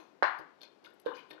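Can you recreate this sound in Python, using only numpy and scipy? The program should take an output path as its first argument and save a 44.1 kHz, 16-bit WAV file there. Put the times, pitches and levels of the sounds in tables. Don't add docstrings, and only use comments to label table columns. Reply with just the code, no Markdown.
import sys
import numpy as np
from scipy import signal
from scipy.fft import rfft, irfft
from scipy.io import wavfile

SR = 44100
rng = np.random.default_rng(int(sys.argv[2]) if len(sys.argv) > 2 else 0)


def master_out(mix):
    frames = np.transpose(np.atleast_2d(mix))
    ceiling = np.clip(frames, -1, 1)
    pcm = np.round(ceiling * 32767).astype(np.int16)
    wavfile.write(sys.argv[1], SR, pcm)


def field_ratio(decibels):
    return 10 ** (np.asarray(decibels, dtype=float) / 20)


N = 61739
LEAD_S = .15

# start_s (close microphone), level_db, contact_ms, lag_ms (to the far microphone)
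KNOCKS = [
    (-.03, -26, 0.82, 5.55),
    (0.2244, -1.5, 0.22, 5.6),
]


def clock():
    return np.arange(N + int(LEAD_S * SR)) / SR - LEAD_S


def ring(x, hz, t60):
    decay = np.log(1000) / (t60 * SR)
    return signal.lfilter([1], [1, -np.exp(2j * np.pi * hz / SR - decay)], x).imag


def octave(x, hz, span=1):
    f = np.arange(len(x) // 2 + 1) * SR / len(x) + 1
    distance = np.clip(np.log2(f / hz) / span, -1, 1)
    return irfft(rfft(x) * np.cos(np.pi / 2 * distance) ** 2, len(x))


def band(x, lo_hz, hi_hz, order=6):
    x = signal.sosfilt(signal.butter(3, lo_hz, "high", fs=SR, output="sos"), x)
    return signal.sosfilt(signal.butter(order, hi_hz, fs=SR, output="sos"), x)


def hush(spectrum):
    hz, db = np.array(spectrum).T
    f = np.arange(N // 2 + 1) * SR / N + 1
    shape = field_ratio(np.interp(np.log(f), np.log(hz), db)) * np.sqrt(SR / 2)
    noise = irfft(rfft(rng.standard_normal(N)) * shape, N)
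    out = np.zeros(N)
    for center_hz in 26.0 * 2. ** np.arange(10):
        flicker_db = np.interp(np.arange(N), np.arange(0, N + 3000, 3000), rng.standard_normal(N // 3000 + 2))
        out += octave(noise, center_hz) * field_ratio(flicker_db)
    return out


def background():
    # pitch_hz, level_db (per Hz)
    far_noise = [(50, -130), (110, -112), (200, -94), (350, -87.5), (800, -95), (2000, -104), (5000, -113),
                 (9500, -130)]
    close_noise = [(30, -124), (110, -105), (250, -101), (600, -104), (1000, -110), (2000, -122),
                   (4000, -128), (12000, -136)]
    return np.array([hush(far_noise), hush(close_noise)])


def kitchen(fades, early_db, early_t60, late_db, flutter_db, trip_db, build_s, echo_s, echo_db):
    t = np.arange(SR // 2) / SR
    hz, t60 = np.array(fades).T
    noise = rng.standard_normal((2, len(t)))
    late = np.zeros(len(t))
    for center_hz in 88.4 * 2 ** (np.arange(16) / 2):
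        fade_s = np.interp(np.log(center_hz), np.log(hz), t60)
        late += octave(noise[0], center_hz, .5) * field_ratio(-60 * t / fade_s)
    early = field_ratio(early_db - 60 * t / early_t60) * noise[1]
    tail = (field_ratio(late_db) * late + early) * np.clip(t / build_s, 0, 1)
    trips, trip_s = np.arange(1, 12), .0167
    flutter = np.zeros(len(t))
    flutter[(trips * trip_s * SR).astype(int)] = field_ratio(flutter_db + trip_db * (trips - 1.5))
    flutter[int(echo_s * SR)] = field_ratio(echo_db)
    return tail + signal.sosfilt(signal.butter(2, 693, "high", fs=SR, output="sos"), flutter)


def far_kitchen():
    # pitch_hz, fade_s (by 60 dB)
    far_fades = [(200, 0.92), (450, 0.23), (800, 0.49), (1300, 0.41), (2000, 0.44), (3500, 0.43),
                 (6000, 0.2), (12000, 0.065)]
    return kitchen(far_fades, early_db=-29, early_t60=0.07, late_db=-25.5, flutter_db=-14.5, trip_db=-2.5,
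                   build_s=.007, echo_s=.0056, echo_db=-10.5)


def close_kitchen():
    # pitch_hz, fade_s (by 60 dB)
    close_fades = [(200, .25), (450, .2), (800, .28), (1300, .45), (2000, .33), (3500, .22), (6000, .2)]
    return kitchen(close_fades, early_db=-26, early_t60=0.1356, late_db=-28, flutter_db=-7, trip_db=-6.5,
                   build_s=0.27, echo_s=.0078, echo_db=-14)


def board(blows, tones, alternate=True):
    t, out = clock(), []
    for mic in (0, 1):
        push = 0
        for s, db, contact_ms, lag_ms in blows:
            arrival_s = s + (1 - mic) * lag_ms / 1000
            u = np.clip((t - arrival_s) / (contact_ms / 1000), 0, 1)
            push = push + field_ratio(db) * np.sin(np.pi * u) ** 2 * 2000 / (contact_ms * SR)
        sound = 0
        for k, tone in enumerate(tones):
            flip = (-1) ** (k * alternate)
            sound = sound + flip * field_ratio(tone[2 + mic]) * ring(push, tone[0], tone[1])
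        out.append(sound)
    return np.array(out)


def low_thump():
    # pitch_hz, fade_s (by 60 dB), far_db, close_db
    thump_tones = [(45, .12, -27, -1.5), (89, 0.18, -16, 1.5), (160.7, 0.26, -3, 7.5)]
    # start_s, level_db, contact_ms, lag_ms
    shakes = [
        (.2246, -62, 1.4, 4.4),
        (.39, -64, 1.1, 3.1),
        (1.062, -68, 1.8, 4.6),
        (1.305, -70, 4, 5.4),
    ]
    return board(shakes, thump_tones)


def soft_pats():
    # pitch_hz, fade_s (by 60 dB), far_db, close_db
    pat_tones = [(312, 0.044, 0, 5), (485, 0.02, 5.5, 6), (730, 0.0085, 5, 10.5), (962, 0.019, 3, 2.5),
                 (1530, 0.0083, 7.5, -0.5)]
    # start_s, level_db, contact_ms, lag_ms
    pats = [(-.02, -45, 1, 7), (.004, -67, 0.59, 8.1), (.393, -44.5, 0.88, 5.54), (.603, -68, 1, 8.4),
            (.611, -56.5, 0.14, 6.4), (.628, -56.5, 0.47, 4.1), (.826, -61.5, 0.64, 6.5),
            (.838, -58.5, 0.38, 5.6), (.848, -57.5, 0.16, 6.2), (.858, -91, 0.24, 4.5), (.92, -64, 1, 7.6),
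            (1.048, -57.5, 0.25, 6.9), (1.305, -47, 0.66, 7.24), (1.345, -50, 0.88, 6.1),
            (1.385, -59.5, 0.77, 4.6)]
    return board(pats, pat_tones)


def heel_thud():
    # pitch_hz, fade_s (by 60 dB), far_db, close_db
    thud_tones = [(350, 0.039, -33.5, -59), (416, 0.027, -29.5, -55), (495, 0.05, -24, -17.5),
                  (579, 0.028, -37, -32), (1040, 0.014, -26.5, -31.5), (1227, 0.044, -37.5, -78),
                  (1556, 0.012, -23.5, -30), (1740, 0.013, -64, -67), (2900, .02, -69, -47)]
    # start_s, level_db, contact_ms, lag_ms
    thuds = [
        (1.0605, 0.84, 0.68, 7),
    ]
    return board(thuds, thud_tones)


def sharp_knock():
    # pitch_hz, fade_s (by 60 dB), far_db, close_db
    knock_tones = [(370, 0.044, -23.5, -44), (590, 0.082, -41.5, -23), (845, 0.019, -29, -10),
                   (1160, 0.0083, -9, -13), (1507, 0.0074, -9, -9.5), (1708, 0.0098, -19, -14),
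                   (2490, 0.0094, -50, -29.5), (3360, 0.0037, -26.5, -8), (4150, 0.0079, -31, -27),
                   (4870, .008, -39, -40)]
    far, close = board(KNOCKS, knock_tones, alternate=False)
    return np.array([band(far, 608, 12000), -band(close, 306, 12000)])


def knock_crack():
    t = clock()
    out = np.zeros((2, len(t)))
    for s, db, _, lag_ms in KNOCKS:
        at = np.searchsorted(t, [s + lag_ms / 1000, s]) + 20
        out[[0, 1], at] += field_ratio(db + np.array([-31.5, -44]))
    return out


def grit_spray(fade_s, u):
    clicks_per_s, scatter_db, power = 2200, 4, 1290
    draw = rng.random((2, len(u)))
    hits = (draw[0] < clicks_per_s / SR) * np.sign(draw[1] - .5)
    grit = hits * field_ratio(scatter_db * rng.standard_normal(len(u)))
    spray = grit * np.exp(-u / fade_s) * (1 - np.exp(-u / (0.048 * fade_s)))
    strike = np.exp(-fade_s / 0.0067)
    spray = spray * (1 - strike) * np.sqrt(power * fade_s / (np.sum(spray ** 2) + 1e-9))
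    spray[0] = strike
    return spray


def blade():
    # pitch_hz, fade_s (by 60 dB), level_db
    body_tones = [(1054, 0.012, 5.5), (1470, .035, 2.5), (1790, 0.032, 5), (2200, 0.014, -4),
                  (2450, 0.022, -3), (2954, 0.015, -4), (3414, 0.0094, -6.5), (3620, 0.01, -3),
                  (4230, 0.014, -3.5), (4600, 0.0088, -9), (4930, 0.017, -9.5), (5770, 0.0096, -15),
                  (6060, 0.011, -2.5), (6360, 0.02, -13)]
    edge_tones = [(7910, 0.05, -20.5), (9860, .02, -11), (11380, 0.017, -2), (11000, 0.0069, -11.5),
                  (12200, 0.016, -16), (13700, .012, -26)]
    # start_s (far microphone), fade_s, level_db, pitch_hz (strongest), edge_db (ring of the edge)
    ticks = [(0.2284, 0.00051, -29, 2510, -63), (.2302, 0.0041, -27, 4600, -61),
             (.608, 0.0049, -47.5, 3600, -82), (.6152, 0.0037, -36.5, 3800, -57),
             (0.615, 0.0038, -59, 5860, -84), (.624, 0.0026, -43, 4230, -75),
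             (0.6325, 0.0021, -36, 4030, -54), (.649, 0.0046, -46, 4230, -80),
             (.677, .003, -50.5, 4230, -85), (.630, 0.0042, -46.5, 6160, -67),
             (.632, 0.004, -44.5, 2450, -102), (0.845, 0.0076, -52, 2200, -68),
             (.846, 0.006, -47, 3040, -78), (.858, 0.0056, -48, 3600, -75), (.855, 0.0034, -61, 5000, -78),
             (0.864, 0.0037, -46.5, 1470, -88), (.904, .002, -53, 1470, -69), (.919, 0.003, -58, 1470, -94),
             (0.936, 0.007, -86, 3000, -66.5), (.9985, 0.0027, -54.5, 4240, -49.5),
             (.999, 0.0016, -56.5, 6200, -69), (.999, 0.0023, -55, 2900, -80),
             (1.017, 0.003, -81, 4500, -60), (1.054, 0.0069, -53, 3620, -67),
             (1.0605, 0.0061, -38.5, 3550, -60), (1.061, 0.0045, -43, 4930, -74),
             (1.066, .003, -40.5, 2870, -80), (1.115, 0.0088, -38, 1100, -79.5),
             (1.159, 0.0026, -52, 3000, -74), (1.167, .003, -50, 4300, -58), (1.19, 0.0057, -48, 2280, -76),
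             (1.195, 0.0038, -54, 4700, -78), (1.294, 0.0058, -61, 3400, -66),
             (1.302, 0.0079, -46, 3460, -59), (1.309, 0.0013, -37.5, 2450, -57),
             (1.312, .003, -36.5, 3840, -57), (1.310, 0.0033, -38, 4300, -64),
             (1.33, 0.0045, -47.5, 3740, -65), (1.312, 0.0026, -47, 1790, -90),
             (1.378, 0.0047, -53, 1470, -90)]
    drags = [(-.02, 0.042, -61, 3760, -77.5), (-.02, 0.039, -59.5, 2200, -83),
             (-.01, 0.046, -64.5, 5700, -84.5), (0.241, 0.054, -57.5, 4760, -76.5),
             (0.385, 0.011, -51, 4720, -63), (.636, 0.015, -54, 3970, -75), (.636, 0.018, -56, 2450, -90),
             (.662, 0.0074, -57, 3800, -90), (0.84, 0.024, -55, 4960, -71), (.846, 0.011, -51.5, 3180, -79),
             (0.865, 0.011, -64, 2900, -89.5), (1.074, 0.033, -50.5, 3320, -78.5),
             (1.134, 0.033, -50.5, 2900, -75), (1.143, 0.046, -53, 4870, -86),
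             (1.145, 0.06, -51.5, 1230, -97), (1.165, 0.027, -49.5, 2280, -71),
             (1.178, 0.03, -50.5, 2740, -85), (1.327, 0.018, -55.5, 3450, -78)]
    focus_octaves, grip_db, grip_detune = .24, 1.5, .012
    t = clock()
    body, edge = np.zeros((2, len(t) + SR))
    u = np.arange(SR // 5) / SR
    for s, fade_s, db, pitch_hz, edge_db in ticks + drags:
        spray = grit_spray(fade_s, u)
        grip = rng.standard_normal((2, 32))
        around = pitch_hz * field_ratio(np.array([-3, 3]))
        soft = signal.sosfilt(signal.butter(2, around, "band", fs=SR, output="sos"), spray)
        first = np.searchsorted(t, s)
        at = slice(first, first + len(u))
        for k, (hz, t60, tone_db) in enumerate(body_tones):
            focus = np.exp(-(np.log2(hz / pitch_hz) / focus_octaves) ** 2)
            level = focus * field_ratio(db + tone_db + grip_db * grip[0, k])
            body[at] += level * ring(soft, hz * (1 + grip_detune * grip[1, k]), t60)
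        for k, (hz, t60, tone_db) in enumerate(edge_tones):
            edge[at] += field_ratio(edge_db + tone_db + grip_db * grip[0, -k - 1]) * ring(spray, hz, t60)
    return body[:len(t)], edge[:len(t)]


def echoed(x, response):
    return signal.fftconvolve(x, response)[:len(x)]


def far_microphone(hits, body, edge):
    hits = band(hits, 340, 7200)
    into_room = hits + field_ratio(-12) * body + field_ratio(-10.5) * edge
    return hits + body + edge + echoed(into_room, far_kitchen())


def close_microphone(hits, body, far_body):
    blade_lead_s = .004
    muffled = band(body, 20, 1600) + .02 * far_body
    steel = field_ratio(-24) * np.roll(muffled, -int(blade_lead_s * SR))
    sound = band(hits + steel, 330, 4400)
    sound = field_ratio(-24) * sound + band(sound, 30, 2000)
    into_room = sound - .8 * band(sound, 8.8, 800, order=1)
    return sound + echoed(into_room, close_kitchen())


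def scene():
    air = background()
    far_hits, close_hits = heel_thud() + soft_pats() + sharp_knock()
    body, edge = blade()
    far_body = band(body, 340, 7200)
    far = far_microphone(far_hits, far_body, edge)
    close = close_microphone(close_hits, body, far_body)
    out = np.array([far, close]) + low_thump() + knock_crack()
    return out[:, int(LEAD_S * SR):] + air


def roll_off(x):
    return signal.sosfilt(signal.butter(12, 14440, fs=SR, output="sos"), x)


def record(dry):
    mix = signal.sosfilt(signal.ellip(8, .2, 60, 14200, fs=SR, output="sos"), dry)
    return roll_off(mix)


dry = scene()
out = record(dry)
master_out(out)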